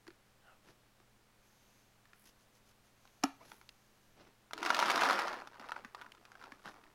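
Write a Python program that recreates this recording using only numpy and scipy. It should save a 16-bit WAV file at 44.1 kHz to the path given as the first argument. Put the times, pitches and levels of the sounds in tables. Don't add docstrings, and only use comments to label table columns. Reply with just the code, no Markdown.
import sys
import numpy as np
from scipy import signal
from scipy.fft import rfft, irfft, next_fast_len
from scipy.io import wavfile
from scipy.ndimage import uniform_filter1d

SR = 44100
rng = np.random.default_rng(int(sys.argv[2]) if len(sys.argv) > 2 else 0)


def inscribe(sig):
    pcm = np.round(np.clip(np.atleast_2d(sig).T, -1, 1) * 32767)
    wavfile.write(sys.argv[1], SR, pcm.astype(np.int16))


N = 306438
TIME = np.arange(N) / SR
HIT_TIME = np.arange(SR // 6) / SR
FILLED_S = 5.13

# f/Hz, level/dB
AIR_TONE = [(20, 1.5), (91, -11.5), (123, -10.5), (216, -10.5), (802, -13.5), (1480, -15.5), (16000, -31)]
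# f/Hz, level/dB
HUM_NOTES = [(118.4, -76), (209.9, -79)]
# t/s,
# level/dB, knock f/Hz, thud over knock/dB
TAP_HITS = [(0.0683, -43, 1640, -4), (0.0810, -43.5, 1430, 8.5), (0.1046, -46, 1710, 0),
            (0.6867, -48, 1310, -4), (1.001, -51, 1190, -1), (2.0543, -50, 1770, -16),
            (2.1326, -44, 1720, -21), (3.0535, -46, 1070, -24), (3.2291, -38, 1130, -10),
            (3.2359, -21, 1066, -22), (3.2526, -37.5, 1040, -3), (3.5174, -35, 1390, -29),
            (3.613, -45.5, 1370, -11), (5.5967, -36.5, 1310, -3.5), (5.8479, -33.5, 1570, -3.5),
            (6.5204, -35, 1724, -6.5), (6.657, -33, 1235, -4.5), (6.687, -40.5, 1294, -3.5)]
# f/Hz, level/dB
TICK_TONE = [(1200, -14), (1900, -2), (2700, -1.5), (3200, -4.5), (5400, -7.5), (8100, -20.5), (10000, -19),
             (16000, -30.5)]
# t/s, level/dB
FLICK_HITS = [(0.078, -47.5), (3.075, -56), (3.691, -40.5), (5.707, -47.5), (6.1193, -44), (6.839, -55.5)]
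# middle t/s, length/s, level/dB, f/Hz, glide/(octaves per s)
SWISH_AND_SQUEAK_GLIDES = [(0.496, .08, -61, 1387, -2), (3.419, 0.024, -56, 1078, 10)]
# multiple of its pitch, level/dB
GLIDE_PARTS = [(.54, -7.5), (1, -4), (2.02, -13)]
# middle t/s, length/s, level/dB
RUB_STROKES = [(.69, 0.059, -64), (2.275, 0.029, -71.5), (3.49, 0.13, -64.5), (4.2, 0.029, -64.5),
               (4.245, 0.098, -63.5), (6.676, 0.032, -60)]
# f/Hz, level/dB
RUB_TONE = [(71, -24), (120, 3), (337, 3), (587, -2), (884, -4.5), (1540, -7.5), (6000, -17), (7800, -45),
            (13200, -120)]
# middle t/s, length/s, level/dB
RUSTLE_STROKES = [(.69, 0.063, -73), (2.277, 0.044, -64.5), (2.42, .04, -72.5), (2.56, .04, -72),
                  (2.69, 0.038, -68), (2.87, .05, -74), (3.5, 0.085, -67), (6.68, 0.086, -68.5)]
# f/Hz, level/dB
RUSTLE_TONE = [(1500, 0), (4000, 0), (6300, 3), (8200, -9), (11500, -1.5), (16000, -35)]
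# t/s, level/dB
SLIDE_LEVELS = [(1.37, -96), (1.44, -75.5), (1.8, -73.5), (2.0, -88), (2.9, -90), (3.03, -76.5), (4.1, -79),
                (4.3, -100)]
# f/Hz, level/dB
SLIDE_TONE = [(1500, -2), (5400, -2.5), (6400, 4.5), (8000, -17), (11800, -3), (16000, -21)]
# middle t/s, length/s, level/dB
SCRAPE_STROKES = [(2.23, 0.11, -71.5), (3.54, 0.12, -70.5)]
# f/Hz, level/dB
SCRAPE_TONE = [(7500, -20), (11500, -6), (13000, -17), (16000, -15)]
# t/s, shell level/dB, crack level/dB
CLICK_HIT = (3.2383, -16, -26.5)
# f/Hz, level/dB
CRACK_TONE = [(1200, -18), (2200, 2.5), (5500, -8), (8200, -16), (10900, -9.5), (16000, -25)]
# f/Hz, level/dB, t60/s (time to fade by 60 dB)
SHELL_NOTES = [(285, -6, 0.058), (686, -13.5, 0.02), (760, 1, 0.016), (913, -11.5, 0.032),
               (1280, -3.5, 0.018), (1360, -21, 0.035), (1700, -15, 0.024), (3000, -26, 0.018)]
# f/Hz, level/dB, t60/s
INNER_AIR_NOTES = [(275, -21.5, 0.23)]
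# f/Hz, level/dB, t60/s
CATCH_NOTES = [(5480, 3, 0.0032), (7040, -3.5, 0.0037), (9500, -17, .005)]
# t/s, level/dB, tick over knock/dB
BALL_HITS = [(4.5098, -33.5, -19), (4.5333, -24.5, -6.5), (4.578, -28, -12.5), (4.6288, -18, -15),
             (4.6501, -24, -7.5), (4.66, -21, -10), (4.6628, -19.5, -10), (4.7034, -7.5, -20.5),
             (4.746, -21.5, -4), (4.7668, -20.5, -9), (4.791, -11, -15), (4.799, -19, -7),
             (4.8113, -18.5, -19), (4.8262, -8.5, -21.5), (4.858, -25.5, -5.5), (4.8991, -11.5, -20),
             (4.9044, -12.5, -11.5), (4.915, -23.5, -3), (4.9581, -18, -8.5), (4.977, -16.5, -14),
             (5.011, -23, -5.5), (5.02, -13.5, -20), (5.0345, -14, -12.5), (5.056, -17, -21),
             (5.088, -15.5, -14), (5.099, -9, -27.5), (5.109, -11, -17.5), (5.1294, -15.5, -15),
             (5.19, -16.5, -14.5), (5.195, -21.5, -10.5), (5.219, -20.5, -15), (5.281, -22, -13.5),
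             (5.329, -29.5, -13), (5.42, -33, -35), (5.473, -31, -13.5), (5.6875, -35.5, -10),
             (5.6938, -27, -21), (5.706, -38, -22), (5.7192, -19.5, -20.5), (5.7636, -25.5, -26),
             (5.9475, -28.5, -15), (6.0134, -34, -12.5), (6.0188, -33, -16.5), (6.0639, -39, -20),
             (6.149, -43.5, -12), (6.2522, -42, -7.5), (6.318, -38.5, -14.5), (6.353, -38, -17.5),
             (6.4136, -37.5, -19), (6.425, -40, -13), (6.4394, -34, -14.5), (6.4581, -44.5, -11)]
# f/Hz, level/dB, t60/s
WALL_NOTES = [(970, -21, .06), (1272, -24, 0.062), (1383, -33.5, 0.29)]
# t/s, level/dB
POUR_LEVELS = [(4.53, -72), (4.6, -52), (4.66, -42), (4.8, -40), (5.06, -33.5), (5.24, -40), (5.34, -46),
               (5.48, -63)]
# middle t/s, length/s, level/dB
POD_SHAKES = [(5.54, 0.046, -59), (5.64, 0.059, -53.5), (5.77, 0.083, -57), (6.02, 0.082, -61),
              (6.46, 0.083, -60.5), (6.68, 0.051, -55.5), (6.76, 0.046, -63.5)]
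# f/Hz, t60/s
HOPPER_ECHO = [(250, 0.18), (1200, 0.037), (4000, 0.055), (12000, 0.032)]
# f/Hz, t60/s
ROOM_ECHO = [(200, 0.21), (1400, 0.23), (6000, 0.29), (14000, 0.13)]


def amp(db):
    return 10 ** (np.asarray(db) / 20)


def unit(x):
    return x / np.sqrt(np.mean(x ** 2) + 1e-20)


def along(points, hz):
    freqs, values = np.transpose(points)
    return np.interp(np.log(hz + 1), np.log(freqs + 1), values)


def coloured(x, tone):
    size = next_fast_len(N + SR // 4, True)
    gain = unit(amp(along(tone, np.fft.rfftfreq(size, 1 / SR))))
    cepstrum = irfft(np.log(np.maximum(gain, 1e-6)), size)
    cepstrum[1:size // 2] *= 2
    cepstrum[size // 2 + 1:] = 0
    return irfft(rfft(x, size) * np.exp(rfft(cepstrum)), size)[:N]


def noise(tone):
    return unit(coloured(rng.standard_normal(N), tone))


def fade(t, t60):
    return np.exp(-np.log(1000) * t / t60)


def rise(attack_s):
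    return 1 - np.exp(-HIT_TIME / attack_s)


def ring(hz, t60, attack_s):
    return np.sin(2 * np.pi * hz * HIT_TIME) * fade(HIT_TIME, t60) * rise(attack_s)


def struck(notes):
    return sum(amp(db) * (-1) ** k * ring(hz, t60, 0.00038) for k, (hz, db, t60) in enumerate(notes))


def burst(t60, attack_s):
    return rng.standard_normal(len(HIT_TIME)) * fade(HIT_TIME, t60) * rise(attack_s)


def swell(s, length):
    return np.exp(-2 * ((TIME - s) / length) ** 2)


def swells(rows):
    return sum(amp(db) * swell(s, length) for s, length, db in rows)


def after(s, middle_s, takes_s):
    return (1 + np.tanh((s - middle_s) / takes_s)) / 2


def add(track, s, sound):
    part = track[max(round(s * SR), 0):][:len(sound)]
    part += sound[:len(part)]


def cut_bass(x, corner_hz=185):
    return signal.sosfilt(signal.butter(N=4, Wn=corner_hz, btype="high", fs=SR, output="sos"), x)


def echoes(x, decay, size=4096):
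    wet, window = np.zeros(N), signal.get_window("hann", size)
    for start in range(0, N - size, size // 2):
        hz, t, bands = signal.stft(rng.standard_normal(SR // 3), SR, nperseg=128)
        tail = signal.istft(bands * fade(t, along(decay, hz)[:, None]), SR, nperseg=128)[1]
        piece = x[start:start + size] * window
        add(wet, start / SR + .002, signal.fftconvolve(piece, tail / np.linalg.norm(tail)))
    return wet


def impacts(rows, knock_t60, tick_t60, thud_hz, thud_spread, side_db):
    body, ticks = np.zeros(N), np.zeros(N)
    for s, knock_db, hz, thud_db, tick_db in rows:
        below, above, low, skin = rng.standard_normal(4)
        lower = ring(hz * 0.731 * np.exp(0.12 * below), 0.013, 0.0008)
        upper = ring(hz * 1.365 * np.exp(0.16 * above), 0.0079, 0.00062)
        knock = ring(hz, knock_t60, 0.00061) + amp(side_db) * (lower + upper)
        thud = ring(thud_hz * np.exp(thud_spread * low), 0.034, 0.004)
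        tick = burst(tick_t60, 0.00041) + 0.78 * ring(4300 * np.exp(0.29 * skin), 0.0039, 0.00024)
        add(body, s, amp(knock_db) * knock + amp(thud_db) * thud)
        add(ticks, s, amp(tick_db) * tick)
    return body + coloured(ticks, TICK_TONE)


def room_air():
    air = amp(-69.0) * noise(AIR_TONE)
    return air + sum(amp(db) * np.sin(2 * np.pi * (hz * TIME + rng.random())) for hz, db in HUM_NOTES)


def taps(empty_hz=355, loaded_hz=234, tick_db=-12):
    rows = [(s, db, hz, db + weight_db, db + tick_db) for s, db, hz, weight_db in TAP_HITS]
    empty = [row for row in rows if row[0] < FILLED_S]
    loaded = [row for row in rows if row[0] >= FILLED_S]
    return sum(impacts(part, knock_t60=0.011, tick_t60=0.015, thud_hz=hz, thud_spread=0.078, side_db=-2.5)
               for part, hz in [(empty, empty_hz), (loaded, loaded_hz)])


def flicks(ring_hz=4200):
    snaps = np.zeros(N)
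    for s, db in FLICK_HITS:
        add(snaps, s, amp(db) * (burst(0.014, 0.00036) + ring(ring_hz, 0.0036, 0.0005)))
    return coloured(snaps, TICK_TONE)


def swish_and_squeak(width_hz=55):
    sound = np.zeros(N)
    smoothing = np.exp(-2 * np.pi * width_hz / SR)
    for s, length, db, hz, glide in SWISH_AND_SQUEAK_GLIDES:
        pitch_hz = hz * 2 ** (glide * np.clip(TIME - s, -length, length))
        phase = 2 * np.pi * np.cumsum(pitch_hz) / SR
        for multiple, band_db in GLIDE_PARTS:
            wobble = signal.lfilter([1], [1, -smoothing], rng.standard_normal((2, N)))
            band = unit(wobble[0] * np.cos(multiple * phase) + wobble[1] * np.sin(multiple * phase))
            sound += amp(db + band_db) * swell(s, length) * band
    return sound


def rubbing(grain_db=3):
    grain = unit(uniform_filter1d(rng.standard_normal(N), size=200))
    slips = unit(amp(grain_db * grain))
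    rubs = swells(RUB_STROKES) * noise(RUB_TONE)
    rustles = swells(RUSTLE_STROKES) * noise(RUSTLE_TONE)
    scrapes = swells(SCRAPE_STROKES) * noise(SCRAPE_TONE)
    slide = amp(np.interp(TIME, *np.transpose(SLIDE_LEVELS))) * noise(SLIDE_TONE)
    return slips * (rubs + rustles + scrapes) + slide


def click(drag_db=-39.5, drag_s=.004):
    s, shell_db, crack_db = CLICK_HIT
    shell = np.zeros(N)
    add(shell, s + 0.00044, amp(shell_db) * (struck(SHELL_NOTES) + struck(INNER_AIR_NOTES)))
    crack = amp(drag_db) * swell(s, drag_s) * rng.standard_normal(N)
    add(crack, s, amp(crack_db) * burst(0.011, 0.00081))
    return shell + coloured(crack, CRACK_TONE)


def catch_ping():
    s, shell_db, _ = CLICK_HIT
    ping = np.zeros(N)
    add(ping, s, amp(shell_db + 3.5) * struck(CATCH_NOTES))
    return ping


def single_knocks(knock_hz=1295, spread=0.077, thud_db=-33.5):
    rows = [(s, db, knock_hz * np.exp(spread * rng.standard_normal()), db + thud_db, db + hardness_db)
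            for s, db, hardness_db in BALL_HITS]
    wall = np.zeros(N)
    for s, db, _ in BALL_HITS:
        add(wall, s, amp(db + rng.normal(0, 1)) * struck(WALL_NOTES))
    hits = impacts(rows, knock_t60=0.01, tick_t60=0.016, thud_hz=298, thud_spread=0.059, side_db=-9.5)
    return wall + hits


def flow(settling_db=-70.5):
    pour_db = np.interp(TIME, *np.transpose(POUR_LEVELS), right=settling_db)
    return 20 * np.log10(np.hypot(amp(pour_db), swells(POD_SHAKES)))


def tumbling_balls(peak_hits_per_s=1100, scatter_db=2.5, count=2200):
    flow_db = flow()
    peak_db = flow_db.max()
    rate = peak_hits_per_s * amp(0.45 * (flow_db - peak_db))
    hits_so_far = np.cumsum(rate * (TIME > POUR_LEVELS[0][0])) / SR
    turns = np.arange(count) + rng.uniform(0, 2, count)
    times = np.interp(turns[turns < hits_so_far[-1]], hits_so_far, TIME)
    chance = rng.standard_normal((count, 4))
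    force, pitch, weight, hardness = np.clip(chance[:len(times)].T, -2, 2)
    clump = unit(uniform_filter1d(rng.standard_normal(count), size=9))[:len(times)]
    force = force + 0.23 * clump
    hardness = 1.04 * hardness + 0.4 * clump
    hit_db = peak_db + scatter_db * force - 10 * np.log10(np.interp(times, TIME, rate) / peak_hits_per_s)
    drop_db = np.interp(times, TIME, flow_db) - peak_db
    boom_db = 7 * (1 - after(times, 4.67, takes_s=0.015))
    filled = after(times, FILLED_S, takes_s=0.15)
    knock_db = hit_db + drop_db + 8.0
    thud_db = hit_db + 0.66 * drop_db - 11 + boom_db - 3 * filled + 4.4 * weight
    tick_db = hit_db + 0.9 * drop_db - 4 - 6.5 * filled + 2.7 * hardness
    rows = zip(times, knock_db, 1200 * np.exp(.22 * pitch), thud_db, tick_db)
    return impacts(rows, knock_t60=0.0091, tick_t60=0.01, thud_hz=349.5, thud_spread=0.18, side_db=-5.5)


def scene():
    balls = single_knocks() + tumbling_balls()
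    inside = cut_bass(balls + amp(-10.5) * echoes(balls, HOPPER_ECHO))
    outside = cut_bass(click() + taps())
    ping = catch_ping()
    shell_echo = amp(-20) * echoes(cut_bass(outside + ping, corner_hz=900), HOPPER_ECHO)
    into_room = amp(-22.0) * inside + amp(-10.0) * outside + amp(-24) * ping
    room_echo = echoes(cut_bass(into_room, corner_hz=404), ROOM_ECHO)
    handling = flicks() + rubbing() + swish_and_squeak()
    return (inside + outside + ping + shell_echo + room_echo + handling + room_air())[None]


def record(dry, top_hz=15900):
    size = next_fast_len(N + SR // 4, True)
    return irfft(rfft(dry, size) * (np.fft.rfftfreq(size, 1 / SR) < top_hz), size)[:, :N]


dry = scene()
out = record(dry)
inscribe(out)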